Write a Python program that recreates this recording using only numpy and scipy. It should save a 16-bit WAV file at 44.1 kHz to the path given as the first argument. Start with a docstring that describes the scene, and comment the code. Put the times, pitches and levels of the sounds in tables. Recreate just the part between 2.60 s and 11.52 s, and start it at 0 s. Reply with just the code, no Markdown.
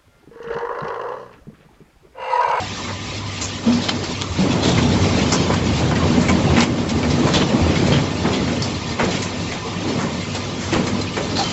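"""A factory hall with an automated cable assembly line, heard from close by.
Mains hum is a wavering sine; the din is shaped noise with narrow motor whines; loose parts rattle in tiny rings.
A carriage drives noise through the resonances of the steel frame as it travels, and jolts over joints.
Cylinders thud as decaying tones, jaws and valves clack as noise bursts with steel modes and tick as bare
contacts, hollow knocks and squeaks are short rough tones; the hall answers the near sounds with a noise tail."""
import sys
import numpy as np
from scipy import signal
from scipy.fft import rfft, irfft, next_fast_len
from scipy.io import wavfile
from scipy.ndimage import uniform_filter1d, map_coordinates

SR = 44100
rng = np.random.default_rng(int(sys.argv[2]) if len(sys.argv) > 2 else 0)


def unload_audio(sound):
    """Save the sound as a 16-bit wav file, at the path given as the first command line argument."""
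    columns = np.transpose(np.atleast_2d(sound))
    # keep every value between -1 and 1, then stretch to whole-number steps
    steps = np.round(np.clip(columns, -1, 1) * 32767)
    wavfile.write(sys.argv[1], SR, steps.astype(np.int16))


N = 393372

# loudness of the hall din, which the rattles follow: (time [s], level [dB])
DIN_LEVEL = [(0, -29.5), (.55, -31), (1.9, -31.5), (2.13, -28), (2.68, -26.5), (2.9, -29.5), (4.02, -31),
             (4.08, -36), (4.25, -33), (4.7, -28), (5.4, -32), (5.9, -31), (7.1, -32), (8.8, -32.5),
             (8.92, -27.5)]


def amp(db):
    """Gain of a level in dB."""
    return 10 ** (np.asarray(db) / 20)


def unit(x):
    """x scaled to an RMS of 1."""
    return x / np.sqrt(np.mean(x ** 2) + 1e-20)


def along(points, hz):
    """Read (frequency [Hz], value) points at hz, on a log frequency axis."""
    f, v = np.transpose(points)
    return np.interp(np.log(hz + 1), np.log(f + 1), v)


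def curves(rows):
    """One value per sample for each column after the time."""
    s, *cols = np.transpose(rows)
    return [np.interp(np.arange(N) / SR, s, c) for c in cols]


def wobble(rate):
    """A smooth random curve, rate knots a second."""
    knots = rng.standard_normal(int(N * rate / SR) + 4)
    return map_coordinates(knots, [np.arange(N) * rate / SR])


def filtered(x, response):
    """x times a complex response of frequency."""
    m = next_fast_len(x.shape[-1] + 8192)
    spectrum = rfft(x, m) * response(np.fft.rfftfreq(m, 1 / SR))
    return irfft(spectrum, m)[..., :x.shape[-1]]


def resonance(f, hz, width):
    """One causal resonance, gain 1 at its centre."""
    return 1j * f * width / (hz * hz - f * f + 1j * f * width)


def patchy(patchy_db, tall, long):
    """White noise with patches of random gain, tall bins by long frames."""
    z = signal.stft(rng.standard_normal(N), nperseg=512)[2]
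    field = uniform_filter1d(rng.standard_normal(z.shape), size=tall, axis=0)
    field = uniform_filter1d(field, size=long, axis=1)
    return signal.istft(z * amp(patchy_db * unit(field)), nperseg=512)[1][:N]


def add(track, s, sound):
    """Mix a sound into the track from time s."""
    part = track[round(s * SR):][:len(sound)]
    part += sound[:len(part)]


def hum():
    """Transformers and motors buzz at twice the mains frequency, a little unsteady."""
    # buzz loudness: (time [s], level [dB])
    hum_level = [(0, -30.5), (8.92, -32)]
    phase = 2 * np.pi * 99.5 * np.arange(N) / SR + .4 * wobble(8)
    return amp(curves(hum_level)[0] + 1.2 * wobble(10)) * np.sin(phase)


def din():
    """Far machines and air leaks blend to a fluttering roar; far motors add narrow-band whines."""
    # tone of the roar: (frequency [Hz], relative level [dB per Hz])
    hall_tone = [(18, -63.5), (30, -19.5), (69, -4.5), (81, -12.5), (100, -10), (127, -12), (559, -23),
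                 (705, -17.5), (849, -15), (1050, -22), (1230, -29.5), (1780, -21), (2200, -14.5),
                 (4210, -16.5), (7700, -24), (10000, -62), (16900, -120)]
    # narrow whines of far motors: (frequency [Hz], width [Hz], level [dB])
    motor_whines = [(1011, 26, -46.5), (1197, 110, -44), (1807, 24, -48), (2080, 25, -49.5)]
    level_db, = curves(DIN_LEVEL)
    broad = patchy(patchy_db=2.5, tall=14, long=9)
    fine = patchy(patchy_db=3.6, tall=2, long=4)
    flutter = amp(1.33 * wobble(9) + 0.97 * wobble(27))
    roar = (unit(broad) + amp(9.0) * unit(fine)) * flutter
    whine = np.zeros(N)
    for hz, width, db in motor_whines:
        noise = rng.standard_normal(N)
        whine += amp(db) * unit(filtered(noise, lambda f: resonance(f, hz, width) ** 2))
    return amp(level_db) * unit(filtered(roar, lambda hz: amp(along(hall_tone, hz)))) + whine


def rattles():
    """Loose parts all over the line ring briefly at random; their level clumps and follows the din."""
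    per_second, level_vs_din_db, size_range_db = 260, -9, 9
    middle_hz, t60_cycles = 2600, 35
    level_db, = curves(DIN_LEVEL)
    track, t = np.zeros(N), np.arange(SR // 20) / SR
    clumps_db = 2.5 * wobble(7)
    for when, pitch, size in rng.random((int(per_second * N / SR), 3)):
        hz = middle_hz * 9 ** (pitch - .5)  # a third to three times the middle pitch
        decay = amp(-60 * t * hz / t60_cycles)
        ring = decay * (1 - np.exp(-t / 0.0032)) * np.sin(2 * np.pi * hz * t)
        add(track, when * N / SR, amp(-size_range_db * size) * ring)
    return amp(level_db + level_vs_din_db) * unit(track * amp(np.minimum(clumps_db, 5)))


def effort():
    """Rumble and deep shake gains: every move rises, drifts from its first to its last level and settles."""
    # the line at rest: (time [s], rumble [dB], deep shake [dB])
    idle = [(0, -34, -37), (1.6, -31.5, -45), (5.5, -27.5, -28.5), (6.75, -29, -36.5), (7.6, -26.5, -36.5),
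            (8.08, -28.5, -33.5), (8.92, -28.5, -38)]
    # slide and carriage moves:
    # (time [s], length [s], rumble at the start [dB], rumble at the end [dB], deep shake [dB])
    moves = [(1.033, 0.39, -25, -25, -30), (1.777, 0.88, -19.5, -17.5, -20.5),
             (2.707, 0.76, -21, -18, -22.5), (3.42, 0.54, -22, -15.5, -22.5),
             (4.168, 0.65, -24.5, -16.5, -25), (4.887, 0.48, -19, -17.5, -27),
             (5.635, 0.4, -21.5, -24.5, -37.5), (6.399, 0.089, -24.5, -19, -33.5),
             (7.243, 0.26, -24, -29, -36.5), (8.115, .2, -21.5, -22, -38), (8.576, 0.2, -23, -28.5, -31.5)]
    start_s, sway_s = 0.012, 0.33  # the rumble picks up at once, the shake builds
    brake_db, brake_s = 3, 0.039  # quick first drop as a move stops
    settle_db_per_s = 32.5  # then the frame settles
    t = np.arange(N) / SR
    rumble_power, shake_power = amp(curves(idle)) ** 2
    for s, length, first_db, last_db, deep_db in moves:
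        after = np.maximum(t - s - length, 0)
        settle_db = -settle_db_per_s * after - brake_db * (1 - np.exp(-after / brake_s))
        level_db = np.interp(t, [s, s + length], [first_db, last_db])
        rumble_rise = np.clip((t - s) / start_s, 0, 1)
        shake_rise = np.clip((t - s) / sway_s, 0, 1)
        rumble_power = rumble_power + (amp(level_db + settle_db) * rumble_rise) ** 2
        shake_power = shake_power + (amp(deep_db + settle_db) * shake_rise) ** 2
    return np.sqrt(rumble_power), np.sqrt(shake_power)


def carriage():
    """Rollers on the rails feed uneven pushes into the frame's resonances, over a deep random shake."""
    # resonances of the steel frame: (frequency [Hz], width [Hz], level [dB])
    frame_modes = [(141.6, 48.3, -4.5), (182.3, 28.3, 0), (240.4, 26.3, 0), (321, 73.6, -3),
                   (396.4, 167, -6.5), (584, 207, -9.5), (840, 476, -17)]
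    # tone of the deep shake: (frequency [Hz], relative level [dB per Hz])
    shake_tone = [(20, -36.5), (45, -19), (65, -16), (82, 2), (110, -4.5), (150, -4.5), (250, -56.5)]
    surge_db, lurch_db = .6, 1.5  # random swings of the rumble and of the deep shake
    rumble_gain, shake_gain = effort()

    def steel(f):
        """Frame modes side by side, in alternating polarity."""
        return sum((-1) ** k * amp(db) * resonance(f, hz, width)
                   for k, (hz, width, db) in enumerate(frame_modes))

    pushes = patchy(patchy_db=1.25, tall=2, long=6) * amp(1.1 * wobble(40) + surge_db * wobble(12))
    deep = rng.standard_normal(N) * amp(lurch_db * wobble(9))
    shake = unit(filtered(deep, lambda hz: amp(along(shake_tone, hz))))
    return rumble_gain * unit(filtered(pushes, steel)) + shake_gain * shake


def knocks_and_squeaks():
    """Short rough tones: hollow knocks bouncing about 45 times a second, and higher squeaks."""
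    # hollow knocks (low pitches) and squeaks: (time [s], length [s], pitch [Hz], level [dB])
    tone_list = [(0, 0.046, 758, -24), (3.402, 0.05, 1060, -20.5), (8.756, 0.085, 4212, -28),
                 (8.765, 0.038, 4600, -25.5), (8.789, 0.053, 773, -16.5), (8.835, 0.093, 3090, -27.5)]
    track = np.zeros(N)
    for s, length, hz, db in tone_list:
        t = np.arange(round(length * SR)) / SR
        pulses = .3 + np.abs(np.cos(np.pi * 45 * t))  # forty-five a second
        phase = 2 * np.pi * hz * t + .035 * np.cumsum(rng.standard_normal(len(t)))
        shape = np.sqrt(np.clip(t / 0.0027, 0, 1) * (1 - t / length))
        add(track, s, amp(db) * shape * pulses * np.sin(phase))
    return track


def jolts():
    """The carriage jolts over a joint: one blunt push into the frame, about one swing."""
    # joints passed: (time [s], peak [dB])
    joint_list = [(2.061, -7.5), (2.275, -6.5), (2.905, -8.5), (3.504, -7.5), (4.777, -8), (4.823, -13),
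                  (5.067, -10.5), (5.286, -6), (6.432, -11.5), (6.439, -8), (8.163, -9.5), (8.17, -9)]
    swing_hz = 426
    track, t = np.zeros(N), np.arange(SR // 50) / SR
    swing = np.exp(-t * swing_hz * 1.6) * np.sin(2 * np.pi * swing_hz * t)
    for s, db in joint_list:
        add(track, s - .001, amp(db) * rng.choice([-1, 1]) * swing / swing.max())
    return track


def ticks():
    """A bare steel contact: the crack of first touch under a few cycles of ring."""
    # hard steel contacts: (time [s], ring level [dB], ring [Hz])
    contact_list = [(1.287, -13, 3670), (1.293, -8.5, 1495), (1.2976, -8.5, 3960), (1.6147, -7, 3340),
                    (1.6205, -6.5, 3440), (2.177, -21.5, 1680), (2.939, -13, 1496), (3.314, -11, 1430),
                    (4.007, -7, 4710), (4.006, -5.5, 2420), (4.431, -16, 2490), (4.738, -5.5, 4410),
                    (4.748, -9.5, 4660), (4.762, -6.5, 3260), (5.324, -8.5, 3060), (6.0232, -9.5, 5710),
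                    (8.134, -12, 2180), (8.14, -8, 4520), (8.149, -12, 3220)]
    t60_cycles, crack_db = 12, -5
    track, t = np.zeros(N), np.arange(SR // 50) / SR
    for s, db, hz in contact_list:
        crack = amp(crack_db - 60 * t / .006) * rng.standard_normal(len(t))
        ring = amp(-60 * t * hz / t60_cycles) * np.sin(2 * np.pi * hz * t)
        add(track, s, amp(db) * (ring + crack))
    return track


def thuds():
    """A soft heavy blow sets one frame panel ringing, its pitch wavering, over a dull puff."""
    # cylinders reaching their stops: (time [s], level [dB], ring [Hz], decay t60 [s])
    stop_list = [(.818,-25,73.3,0.36),(1.068,-3,224.4,0.16),(1.103,-7,242.4,0.21),(1.701,-17,82,0.18),(1.795,-6.5,191,0.14),(1.858,-12,287,0.15),(2.217,-11,244.4,0.15),(2.598,-14,205,0.22),(3.221,-14.5,130.3,0.2),(3.48,-11,237,0.2),(3.61,-19.5,126.7,0.45),(3.69,-8,248.6,.1),(3.695,-14.5,1020,.12),(3.715,-8,191,0.17),(3.85,-9,160,0.12),(3.872,-13,763,.07),(3.92,-10.5,197.4,.1),(3.974,-5.5,232,0.13),(4.294,-18,222,0.5),(4.462,-14.5,237.7,0.21),(4.931,-13.5,231,0.25),(5.016,-11.5,84.7,0.31),(5.299,-15.5,143.1,0.52),(5.572,-11.5,238,0.064),(5.649,-17,189,0.32),(5.672,-10.5,385,0.086),(5.885,-17,250,.15),(6.009,-10.5,136,0.074),(6.405,-20,214.5,0.18),(6.428,-14,509,0.1),(6.79,-23,168.4,0.3),(7.05,-22.5,456,0.18),(7.159,-17,178,0.13),(7.243,-21,334.5,0.2),(7.332,-19,185,0.11),(8.132,-10.5,331,0.07),(8.158,-15.5,514,0.12),(8.161,-13.5,240,.1),(8.192,-15,178,0.14),(8.328,-8.5,199,0.07),(8.574,-23,342,0.18),(8.605,-18.5,578,.1)]
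    hold = 1.31  # over 1: a panel rings on a moment before it is damped
    puff_db = -19
    track, t = np.zeros(N), np.arange(SR // 2) / SR
    swell = 1 - np.exp(-t / .009)  # the cushioned piston loads the stop gradually
    for s, db, hz, t60 in stop_list:
        shape = amp(-60 * (t / np.clip(t60, .05, .9)) ** hold) * swell
        drift = np.cumsum(rng.standard_normal(len(t))) * hz / 24000
        noise = rng.standard_normal(len(t))
        puff = unit(filtered(noise, lambda f: resonance(f, 2 * hz, 560) ** 2))
        ring = np.sin(2 * np.pi * hz * t + drift)
        add(track, s - .004, amp(db) * shape * (ring + amp(puff_db) * puff))
    return track


def clacks():
    """Each closing is a swelling burst of contacts and air, coloured by its own band, and rings the jaws."""
    # jaws and valves closing: (time [s], level [dB], own band [Hz], body [dB], treble [dB],
    # time to fall 110 dB [s])
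    closing_list = [(.281,-22,1795,7,-13,0.18),(0.813,-12,7620,-6,0,0.21),(1.125,-19,4720,-5.5,-21,0.34),(1.22,-21,3760,-4,-10.5,0.31),(1.288,-11,3710,3.5,-15.5,0.095),(1.438,-22.5,4560,5.5,-7,0.24),(1.614,-22.5,3340,3.5,-8.5,0.11),(1.907,-19,2670,-1,-7,0.19),(2.027,-15,3620,1,-8,0.56),(2.177,-14,2070,6.5,-12,0.1),(2.72,-11.5,5190,6.5,0.5,0.15),(2.9,-13.5,1120,8,-16.5,0.24),(2.94,-26,2480,12.5,5,0.057),(3.315,-21.5,1580,15,-19,0.087),(3.355,-16,2090,-4,-19,.16),(3.607,-27.5,1950,11.5,5,.25),(3.685,-17,2520,11,0.5,0.14),(3.964,-19.5,2740,15.5,-3,0.3),(4.005,-11.5,2530,-3,-7,0.17),(4.293,-19,2510,-14,-1,0.1),(4.43,-22.5,2490,11,-19.5,0.13),(4.503,-19,4860,-0.5,-9,0.094),(4.67,-18,1465,12,-5.5,0.15),(4.736,-10,3470,1.5,-12,0.21),(4.81,-16,3030,3,-19.5,0.15),(5.155,-16,2100,-3.5,-18,0.16),(5.265,-19.5,2410,-3,-4.5,0.15),(5.322,-13.5,3060,0.5,-18,0.27),(5.364,-18.5,2250,-4,-20,0.15),(5.648,-28.5,1440,20,-17.5,0.26),(5.732,-16.5,3480,-3.5,-25,0.2),(5.876,-23.5,2160,5.5,-8.5,0.22),(6.022,-15.5,5000,-1.5,-20.5,0.18),(6.292,-25,3940,-1,-10.5,0.12),(6.39,-21,2150,15,-8.5,0.24),(6.441,-20.5,2470,-9,-3.5,.11),(6.508,-21.5,2740,1,-0.5,0.14),(6.621,-22,2290,-4.5,3,0.16),(6.915,-22.5,2290,1.5,-6,0.2),(7.387,-24,2000,11,-1.5,0.33),(7.749,-28.5,1760,14.5,7.5,0.13),(7.995,-27.5,1950,3.5,-1,0.68),(8.124,-18.5,2610,11.5,-6,0.25),(8.268,-19.5,2220,5,-2.5,0.13),(8.413,-23,4000,-1,0.5,0.097),(8.568,-24,2010,16,0,0.16),(8.757,-17,4240,3.5,-9,0.66)]
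    # modes of the steel jaws: (frequency [Hz], level [dB], decay t60 [s])
    jaw_modes = [(1022, -0.5, 0.069), (2103, 0.5, 0.18), (2430, 3, 0.077), (3300, 4.5, 0.14),
                 (4240, 7.5, 0.093), (5180, 7.5, 0.054), (7900, -4.5, 0.044)]
    ring_db = -11
    lead_db, lead_s = -15, .012  # a faint noise swells just before each clack
    track, t = np.zeros(N), np.arange(SR // 2) / SR
    for s, db, hz, body_db, treble_db, fall_s in closing_list:
        fade = (t / np.clip(fall_s, .03, .9)) ** 1.694  # the burst holds a moment before it dies
        swell = 1 - np.exp(-t / (0.0027 + 0.0082 * fall_s))  # long bursts swell more slowly
        shape = amp(-110 * fade) * swell

        def colour(f):
            """Wide and narrow resonance at the own band, with treble and body in opposite polarity."""
            own = amp(-3.5) * resonance(f, hz, 2500) ** 2 + amp(-4) * resonance(f, hz, 350)
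            treble = amp(treble_db) * resonance(f, 7060, 6000) ** 2
            body = amp(body_db) * resonance(f, 610, 1300) ** 2
            return own - treble - body

        bounces = uniform_filter1d(rng.standard_normal(len(t)), size=200)
        chatter = amp(2.5 * unit(bounces))  # bouncing contacts
        ring = np.zeros(len(t))
        for mode_hz, mode_db, t60 in jaw_modes:
            decay = amp(mode_db + rng.normal(0, 3) - 60 * t / t60)
            ring += decay * np.sin(2 * np.pi * mode_hz * rng.normal(1, .05) * t)
        lead = amp(db + lead_db) * np.exp((t - .05) / lead_s)[:SR // 20]
        add(track, s - .05, lead * filtered(rng.standard_normal(len(lead)), colour))
        strike = chatter * rng.standard_normal(len(t)) + amp(ring_db) * ring
        add(track, s - .002, amp(db) * shape * filtered(strike, colour))
    return track


def hall(x):
    """Each frequency of the hall's answer dies at its own speed, in a tail of noise."""
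    # reverberation: (frequency [Hz], decay t60 [s])
    echo_times = [(200, 0.31), (2000, 0.039), (8000, 0.11)]
    hz, t, z = signal.stft(rng.standard_normal(SR // 2), SR, nperseg=256)
    decay = amp(-60 * t / along(echo_times, hz)[:, None])
    tail = signal.istft(z * decay, SR, nperseg=256)[1]
    late = np.pad(x, (400, 0))  # the answer starts 400 samples late
    return signal.fftconvolve(late, tail / np.linalg.norm(tail))[:N]


def scene():
    """Near sounds with their hall answer, over the carriage, the din and the hum."""
    near = clacks() + ticks() + jolts() + thuds() + knocks_and_squeaks() + rattles()
    return (near + amp(-11.5) * hall(near) + carriage() + din() + hum())[None]


def record(dry):
    """Loud peaks are squeezed softly; very little passes above the band limit."""
    top, hard = .8, 4  # ceiling and sharpness of the squeeze
    top_hz = 7720
    soft = dry / (1 + np.abs(dry / top) ** hard) ** (1 / hard)

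    def band(hz):
        """Full level below the limit, a faint sloping remainder above."""
        remainder = amp(-41.5 - 0.0053 * np.abs(hz - top_hz))
        return (hz < top_hz) + remainder * (hz >= top_hz)

    return filtered(soft, band)


dry = scene()
out = record(dry)
unload_audio(out)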